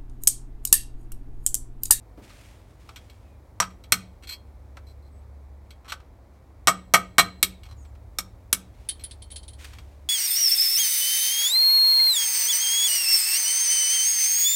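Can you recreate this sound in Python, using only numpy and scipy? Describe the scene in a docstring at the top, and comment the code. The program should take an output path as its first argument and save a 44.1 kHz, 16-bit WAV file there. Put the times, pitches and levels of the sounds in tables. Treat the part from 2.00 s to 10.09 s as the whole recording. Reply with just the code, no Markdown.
"""A steel pin is driven out of a tractor's lift arm with hammer and punch, in an open workshop.
From the start an engine hums far off (wandering sine, low rumble) in soft air noise; a boot thuds, a jacket rustles
(grainy noise). The punch is set and scraped into the bore (noise clatter, damped modes); faint whistles fall in pitch.
Blows judder the pin and ring the arm, longest when tight; late on the freed pin bounces on concrete with a high tinkle,
and the jacket rustles again. The steel sounds gain a wall echo and a diffuse tail."""
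import sys
import numpy as np
from scipy import signal
from scipy.fft import rfft, irfft, next_fast_len
from scipy.io import wavfile
from scipy.ndimage import uniform_filter1d

SR = 44100
rng = np.random.default_rng(int(sys.argv[2]) if len(sys.argv) > 2 else 0)


def file_out(sig):
    """Save sig as 16-bit WAV at sys.argv[1]."""
    # one column per channel
    cols = np.atleast_2d(sig).T
    # limit, then scale
    lim = np.clip(cols, -1, 1)
    pcm = np.round(lim * 32767).astype(np.int16)
    wavfile.write(sys.argv[1], SR, pcm)


N = 356724
TIME_S = np.arange(N) / SR
AGE_S = TIME_S[:SR * 3 // 5]   # time since a contact

# analysis bands: low_hz, high_hz
BANDS_HZ = [(70, 500), (500, 1600), (1600, 4500), (4500, 9000), (9000, 16000)]

# distant engine, firing line: time_s, level_db
ENGINE_LINE = [(0, -69), (0.7, -55.5), (2, -52), (2.6, -47.5), (3.5, -44.5), (3.9, -53), (5.4, -54),
               (5.85, -43), (6.3, -53.5), (6.8, -52), (7.3, -45), (8.09, -46)]
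# engine rumble level: time_s, level_db
RUMBLE_LEVEL = [(0, -49.5), (2.4, -50), (4.3, -53), (5.6, -47.5), (8.09, -49)]
# engine rumble spectrum: freq_hz, level_db
RUMBLE_SPECTRUM = [(20, -38), (33, -8.5), (48, 5), (62, 2.5), (80, -5), (102, 2.5), (125, -9.5),
                   (170, -23.5), (300, -49.5)]
ENGINE_HZ = 70.9

# air noise spectrum: freq_hz, level_db
AIR_SPECTRUM = [(130, -2), (300, -0.5), (400, -5), (600, -4), (1000, -10), (1600, -20), (2300, -20.5),
                (2900, -38), (3800, -29), (5000, -32.5), (9000, -39), (16000, -40.5)]
AIR_DB = -57   # before the band-pass

# worker shifts, jacket rubs: start_s, length_s, level_db
MOVES = [(0.195, 0.24, -57.5), (0.764, 0.26, -64), (6.705, 0.27, -66.5), (7.564, 0.087, -49.5),
         (7.79, 0.16, -66)]
# jacket spectrum: freq_hz, level_db
CLOTH_SPECTRUM = [(700, -2.5), (1300, 3.5), (2300, 7), (4500, 0.5), (9000, -3), (11000, -8), (16000, -13.5)]
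MOVE_ATTACK_S, MOVE_RELEASE_SHARE, CLOTH_REST_DB = 0.042, 1, -77.5   # fade time constant as share of length
CREASES_PER_S, CREASE_S, CREASE_DB = 55, 0.0023, 7.5   # folds snap, this often at the loudest rubbing
STEP_S, STEP_DB, STEP_T60_S = .175, -45.5, 0.4   # boot on concrete

# punch set on the pin, rebounding or scraping: start_s, strength_db, scrape_s, pressure_0_to_1
TAPS = [(0.2985, -59, .019, 0.78), (.89, -54.5, 0, 0.89), (.9601, -48.5, .008, 0.38),
        (1.0977, -59, 0, 0.15), (1.623, -38.5, 0, .95), (1.638, -51.5, 0, 0.5), (1.704, -67, 0, 0.2),
        (1.838, -57, .012, 0.35), (2.225, -53.5, .026, 0.34), (2.272, -40, 0.025, 0.03),
        (2.307, -39, .035, 0), (2.7695, -56.5, 0, 1), (2.868, -62, .05, 0.04), (3.024, -73.5, .06, 0.02),
        (3.7058, -55.5, .008, 0.17), (3.846, -59, .035, 1), (3.8823, -43.5, .026, 0.4),
        (3.9206, -38.5, .008, 0.82), (4.002, -67, 0, 1), (5.6336, -56.5, 0, 0.2), (5.654, -59.5, .01, 0.5),
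        (5.688, -58, 0.046, 0.77), (5.85, -67, 0, 0.7), (5.952, -70.5, 0.00092, 0.85),
        (6.995, -55, .025, 0.03), (7.733, -57, .005, 0.56), (7.785, -54, 0, 0.56)]
# tap colour, upper four bands: light_db, added_by_full_pressure_db
TAP_COLOUR = [(-18, 23), (0, -2), (-7, -1.5), (-11, -4.5)]
# punch modes: freq_hz, over_clatter_db, t60_s
PUNCH_MODES = [(1480, -6.5, .08), (2245, -3.5, .08), (2540, -11.5, .07), (3280, -6, .13),
               (4120, -1.5, 0.016), (4530, -2, 0.093), (5170, -8.5, .07), (7790, -3, 0.059),
               (8640, -6.5, 0.025), (13200, 1.5, .06)]
# mode excited by scraping: freq_hz, over_clatter_db, t60_s
SQUEAL_MODE = (4170, -5.5, .04)
SQUEAL_DB_PER_S = 400   # gain per second of scrape length
TAP_RING_DB, TAP_DAMPING_DB = 4.5, 16   # ring when light; drop at full pressure
TAP_T60_S, TAP_PRESSED_SHARE = .08, 0.75   # light clatter; share of its t60 left at full pressure

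# faint gliding whistles, as of a far bird: start_s, length_s, first_hz, last_hz, level_db, roughness_pitch_share
WHISTLES = [(1.2, 0.19, 2690, 2320, -75, 0.012), (3.09, 0.14, 8100, 8000, -75, 0.0039),
            (5.758, 0.098, 7200, 6400, -65, .05), (5.774, 0.15, 8600, 7000, -72, .04)]

# hammer blows: start_s, strength_db, grip_0_to_1, hardness (-1 glancing, 1 square), favoured_hz, favoured_db
BLOWS = [(1.6012, -25.5, .2, -1.28, 5616, 0.5), (1.9215, -22.5, 0.27, 0.14, 4204, -1),
         (4.6722, -22, 0.81, -0.36, 7950, -2.5), (4.9379, -20, .8, -0.24, 2235, 0),
         (5.1823, -20.5, 0.92, 0.066, 4087, -1), (5.4279, -26, .22, 0.98, 3878, -1.5),
         (6.1861, -33, 0.16, -0.12, 5534, 1), (6.5282, -26.5, 0, 0.49, 9983, 2)]
# blow colour in each band: loose_db, added_by_full_grip_db, added_by_square_contact_db
BLOW_COLOUR = [(-16, 4.5, 1.5), (-8.5, 14, -5.5), (-5.5, 8.5, 4), (-1, -1, 0.7), (-1.5, -2.5, 6.5)]
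# modes of pin and surrounding hook: freq_hz, over_clatter_db, t60_s
ARM_MODES = [(803, -9, .08), (1132, -1, .07), (1215, 6.5, .07), (1266, .5, .15), (1353, -6, .09),
             (1572, -8, .08), (2233, 5, .07), (2306, -5, .1), (2785, -8, .08), (3250, -3, .11),
             (4067, -10, .09), (5590, -11, .06), (7660, -8, .09), (7959, -5, .08), (8395, -4, .08),
             (13030, -6, .08)]
# modes of the long beam, weaker with a loose pin: freq_hz, over_clatter_db, t60_s
BEAM_MODES = [(300, -6, .14), (683, -3, .15), (1861, 3.5, .075), (2210, -33, .45), (2750, -32, .4),
              (4090, -37, .7), (7750, -36, .65)]
# low boom, independent of grip: freq_hz, over_clatter_db, t60_s
BOOM_MODE = (185, -5, 0.45)
# crowd of short-lived arm modes: freq_hz, level_db
ARM_SPECTRUM = [(120, -4.5), (230, 0.5), (480, -11.5), (750, -3.5), (1000, -2.5), (1250, 4.5), (1750, -4.5),
                (2300, 6.5), (4300, 3.5), (4800, -3), (5700, 7), (6500, -0.5), (8200, -1.5), (10500, -15),
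                (13100, -7), (14300, -22), (16000, -30)]
# time the contact judders: loose_s, tight_s
BLOW_JUDDER_S = (.002, 0.017)
# clatter decay: loose_s, tight_s
BLOW_T60_S = (0.049, .072)
# ring of the modes: loose_db, tight_db
BLOW_RING_DB = (-10.5, 0)
# favoured-mode decay: loose_s, tight_s
FAVOURED_T60_S = (.045, .12)
# beam's faint hold on the favoured mode, decay: loose_s, tight_s
AFTER_RING_T60_S = (.04, .55)
AFTER_RING_DB, BEAM_GRIP = -21.5, 1.9   # BEAM_GRIP: dB of beam per dB of ring
FAVOURED_BAND_DB = 2.5   # lift of the favoured mode's whole band
HARDNESS_DB_PER_OCTAVE = 2.5   # upward tilt of a square contact's clatter

# freed pin bounces: start_s, strength_db, tinkle_db (extra in the top band)
BOUNCES = [(6.8882, -33.5, 5), (7.038, -44.5, 9.5), (7.1104, -46.5, -8), (7.22, -49.5, -4),
           (7.303, -52, -13), (7.3154, -50, 5.5), (7.3588, -41.5, -5), (7.4294, -54, -20), (7.48, -49, 0),
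           (7.532, -57, -4)]
# bounce colour, upper three bands: level_db
BOUNCE_COLOUR_DB = (-4.5, -5.5, -4.5)
# loose pin modes: freq_hz, over_clatter_db, t60_s
PIN_MODES = [(3130, -5.5, 0.16), (3360, -10, .07), (3850, -16.5, .07), (4380, -4.5, 0.16), (8360, 5, 0.047),
             (9450, -20, .1), (9300, -12, 0.063), (10200, -18, 0.076)]
# crowd of short-lived pin modes: freq_hz, level_db
PIN_SPECTRUM = [(1600, -19), (2700, -15.5), (3400, -7.5), (4400, -6), (5200, -9.5), (7800, -4.5),
                (8250, -1), (8650, -6), (10000, 18.5), (10600, -6), (12000, -11), (16000, -30)]
BOUNCE_JUDDER_S = 0.0075
CLINK_RANGE_HZ, CLINK_DB, CLINK_T60_S = (2710, 4480), 0, 0.053   # new pitch each bounce

CRACK_S = .0012   # decay constant of the first contact
WAVER = .006   # line width as share of pitch: loose joints keep shifting the modes

# workshop tail in each band: t60_s, level_db
ROOM = [(.35, -6), (.22, -15), (.32, -20), (.24, -21), (.15, -19)]
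WALL_ECHO_S, WALL_ECHO_DB = .018, -16.5   # first echo off the sheet wall
PEAK_TOP, CUTOFF_HZ = .9, 16300


def from_db(db):
    """Decibels to gain."""
    return 10 ** (np.asarray(db) / 20)


def rms(x):
    """Root mean square."""
    return np.sqrt(np.mean(x ** 2) + 1e-20)


def in_time(rows):
    """Each column of a curve at every sample."""
    time_s, *columns = np.transpose(rows)
    return [np.interp(TIME_S, time_s, column) for column in columns]


def noise(spectrum, size):
    """Noise of rms 1 shaped to a (freq_hz, level_db) spectrum."""
    hz, db = np.transpose(spectrum)
    padded = next_fast_len(size)
    bins_hz = np.maximum(np.arange(padded // 2 + 1) * SR / padded, 1)
    gain = from_db(np.interp(np.log(bins_hz), np.log(hz), db))
    x = irfft(rfft(rng.standard_normal(padded)) * gain, padded)[:size]
    return x / rms(x)


def drift(rate_hz):
    """Normal random values, rate_hz per second, joined by straight lines."""
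    return np.interp(TIME_S * rate_hz, np.arange(4000), rng.standard_normal(4000))


def band_pass(x, band_hz):
    """Steep causal band-pass."""
    return signal.sosfilt(signal.butter(4, band_hz, "band", fs=SR, output="sos"), x)


def add(out, start_s, sound):
    """Mix a sound in at start_s."""
    at = max(round(start_s * SR), 0)
    out[at:at + len(sound)] += sound[:N - at]


def engine():
    """A firing line, slightly wandering in pitch, over low rumble noise."""
    line_db, = in_time(ENGINE_LINE)
    rumble_db, = in_time(RUMBLE_LEVEL)
    phase = 2 * np.pi * np.cumsum(ENGINE_HZ + .5 * drift(0.83)) / SR
    line = from_db(line_db) * np.sqrt(2) * np.sin(phase)
    return line + from_db(rumble_db) * noise(RUMBLE_SPECTRUM, N)


def air():
    """Steady background noise, strongest in the bass."""
    return from_db(AIR_DB) * band_pass(noise(AIR_SPECTRUM, N), (100, 16000))


def ringing(judder_s, t60_s):
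    """Steel is kept going while the contact judders, then dies away."""
    return from_db(-60 * np.maximum(AGE_S - judder_s, 0) / t60_s)


def worker():
    """Grainy jacket rubbing swells, holds and fades with each move; one dull step."""
    rubbing = from_db(CLOTH_REST_DB)
    for start_s, length_s, level_db in MOVES:
        swell = np.clip((TIME_S - start_s) / MOVE_ATTACK_S, 0, 1) ** 2
        fade = np.exp(-np.maximum(TIME_S - start_s - length_s, 0) / (MOVE_RELEASE_SHARE * length_s))
        rubbing = np.maximum(rubbing, from_db(level_db) * swell * fade)
    snaps = rng.random(N) < CREASES_PER_S / SR * (rubbing / rubbing.max()) ** 2
    creases = signal.lfilter([1], [1, -np.exp(-1 / (CREASE_S * SR))], snaps)
    rubbing = rubbing * (1 + from_db(CREASE_DB) * creases)
    grain = from_db(1.6 * drift(250) + 1.5 * drift(27))
    out = rubbing * grain * noise(CLOTH_SPECTRUM, N)
    thud = noise([(60, -31), (250, 13), (700, -3), (1500, -13.5), (8000, -29)], len(AGE_S))
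    add(out, STEP_S, from_db(STEP_DB) * thud * ringing(0.0063, STEP_T60_S))
    return out


def wavering(hz):
    """A sine of rms 1 whose phase wanders, which broadens its line."""
    wander = np.cumsum(rng.standard_normal(len(AGE_S))) * np.sqrt(2 * np.pi * WAVER * hz / SR)
    phase = 2 * np.pi * (hz * AGE_S + rng.random()) + uniform_filter1d(wander, size=64)
    return np.sqrt(2) * np.sin(phase)


def contact(levels_db, judder_s, t60_s, crack_db, spectrum, modes, ring_db, jolts=(1,)):
    """Steel meets steel: a crack, a crowd of short-lived modes, and clear modes that build up with the judder."""
    crowd = noise(spectrum, len(AGE_S))
    crack = np.exp(-AGE_S / CRACK_S)
    clatter = crowd * (ringing(judder_s, t60_s) * (1 - crack) + from_db(crack_db) * crack)
    build_up = 1 - np.exp(-3 * AGE_S / max(judder_s, 1 / SR))
    opening = SR // 25   # levels are set over the first 40 ms
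    out = 0
    for band_hz, level_db in zip(BANDS_HZ[-len(levels_db):], levels_db):
        part = band_pass(clatter, band_hz) / rms(band_pass(crowd, band_hz))
        for hz, mode_db, mode_t60_s in modes:
            if band_hz[0] <= hz < band_hz[1]:
                envelope = build_up * ringing(judder_s, mode_t60_s)
                part = part + from_db(mode_db + ring_db) * envelope * wavering(hz)
        part = signal.fftconvolve(part, jolts)[:len(AGE_S)]
        out = out + from_db(level_db) * part / rms(part[:opening])
    return out


def slips(scrape_s):
    """Steel sticks and slips on steel about every hundredth of a second: a train of uneven jolts."""
    times_s = np.append(0, np.cumsum(rng.uniform(.004, .014, 15)))
    sizes = from_db(3.4 * rng.standard_normal(len(times_s)))
    jolts = np.zeros(len(AGE_S))
    jolts[(times_s * SR).astype(int)] = sizes * (times_s <= max(scrape_s, 0))
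    return jolts


def punch():
    """Touches and scrapes of the punch hunting for the bore: ringing when light, dull and short when pressed."""
    out = np.zeros(N)
    light_db, pressed_db = np.transpose(TAP_COLOUR)
    squeal_hz, squeal_db, squeal_t60_s = SQUEAL_MODE
    for start_s, strength_db, scrape_s, pressure in TAPS:
        tap_squeal_hz = squeal_hz * (1 + .015 * rng.standard_normal())
        squeal = (tap_squeal_hz, squeal_db + SQUEAL_DB_PER_S * scrape_s, squeal_t60_s)
        levels_db = strength_db + light_db + pressure * pressed_db
        t60_s = TAP_T60_S * TAP_PRESSED_SHARE ** pressure
        ring_db = TAP_RING_DB - pressure * TAP_DAMPING_DB
        add(out, start_s, contact(levels_db, 0.0039, t60_s, crack_db=4.5, spectrum=ARM_SPECTRUM,
                                  modes=PUNCH_MODES + [squeal], ring_db=ring_db, jolts=slips(scrape_s)))
    return out


def bird():
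    """Thin falling whistles, rough in pitch, that swell and fade."""
    out = np.zeros(N)
    for start_s, length_s, first_hz, last_hz, level_db, rough in WHISTLES:
        hz = np.linspace(first_hz, last_hz, int(length_s * SR))
        hz = hz * (1 + rough * drift(490)[:len(hz)])
        tone = np.sqrt(2) * np.sin(2 * np.pi * np.cumsum(hz) / SR)
        add(out, start_s, from_db(level_db) * signal.windows.tukey(len(hz), .6) * tone)
    return out


def hammer():
    """A tight pin judders long and rings the arm; a loose one gives short, bright blows."""
    out = np.zeros(N)
    loose_db, grip_db, square_db = np.transpose(BLOW_COLOUR)
    for start_s, strength_db, grip, hardness, hz, mode_db in BLOWS:
        favoured = np.array([low <= hz < high for low, high in BANDS_HZ])
        levels_db = strength_db + loose_db + grip * grip_db + hardness * square_db
        levels_db = levels_db + favoured * FAVOURED_BAND_DB
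        spectrum = [(f, db + hardness * HARDNESS_DB_PER_OCTAVE * np.log2(f)) for f, db in ARM_SPECTRUM]
        judder_s, t60_s, mode_t60_s, after_t60_s = [
            loose * (tight / loose) ** grip
            for loose, tight in (BLOW_JUDDER_S, BLOW_T60_S, FAVOURED_T60_S, AFTER_RING_T60_S)]
        ring_db = BLOW_RING_DB[0] + grip * (BLOW_RING_DB[1] - BLOW_RING_DB[0])
        after_ring = (hz, mode_db + AFTER_RING_DB, after_t60_s)
        beam = [(f, db + (BEAM_GRIP - 1) * ring_db, decay_s) for f, db, decay_s in BEAM_MODES + [after_ring]]
        # boom and favoured mode: level over the clatter independent of grip
        always = [(f, db - ring_db, decay_s) for f, db, decay_s in (BOOM_MODE, (hz, mode_db, mode_t60_s))]
        add(out, start_s, contact(levels_db, judder_s, t60_s, crack_db=8.5, spectrum=spectrum,
                                  modes=ARM_MODES + beam + always, ring_db=ring_db))
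    return out


def falling_pin():
    """The pin tinkles on the floor; mode levels and clink pitch vary at random with each landing."""
    out = np.zeros(N)
    for start_s, strength_db, tinkle_db in BOUNCES:
        levels_db = strength_db + np.add(BOUNCE_COLOUR_DB, (0, 0, tinkle_db))
        modes = [(hz, db + 3 * rng.standard_normal(), t60_s) for hz, db, t60_s in PIN_MODES]
        modes.append((rng.uniform(*CLINK_RANGE_HZ), CLINK_DB, CLINK_T60_S))
        add(out, start_s, contact(levels_db, BOUNCE_JUDDER_S, t60_s=0.075, crack_db=-1.5,
                                  spectrum=PIN_SPECTRUM, modes=modes, ring_db=-5.5))
    return out


def workshop(x):
    """One wall echo, and diffuse reflections with a decay for each band."""
    response = 0
    for band_hz, (t60_s, wet_db) in zip(BANDS_HZ, ROOM):
        envelope = from_db(-60 * AGE_S / t60_s) * (1 - np.exp(-AGE_S / 0.0054))
        tail = band_pass(rng.standard_normal(len(AGE_S)) * envelope, band_hz)
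        share = 2 * (band_hz[1] - band_hz[0]) / SR   # of the whole spectrum
        response = response + from_db(wet_db) * tail * np.sqrt(share / np.sum(tail ** 2))
    response[round(WALL_ECHO_S * SR)] += from_db(WALL_ECHO_DB)
    return signal.fftconvolve(x, response)[:N]


def scene():
    """Near steel, the pin further off and wetter, and the dry background."""
    near, pin = hammer() + punch(), falling_pin()
    room = workshop(near + from_db(2.5) * pin)
    return (near + pin + room + worker() + engine() + bird() + air())[None]


def record(dry):
    """Round off the highest peaks; cut the top above CUTOFF_HZ."""
    rounded = dry / (1 + (dry / PEAK_TOP) ** 6) ** (1 / 6)
    return signal.sosfilt(signal.ellip(10, .1, 80, CUTOFF_HZ, fs=SR, output="sos"), rounded)


dry = scene()
out = record(dry)
file_out(out)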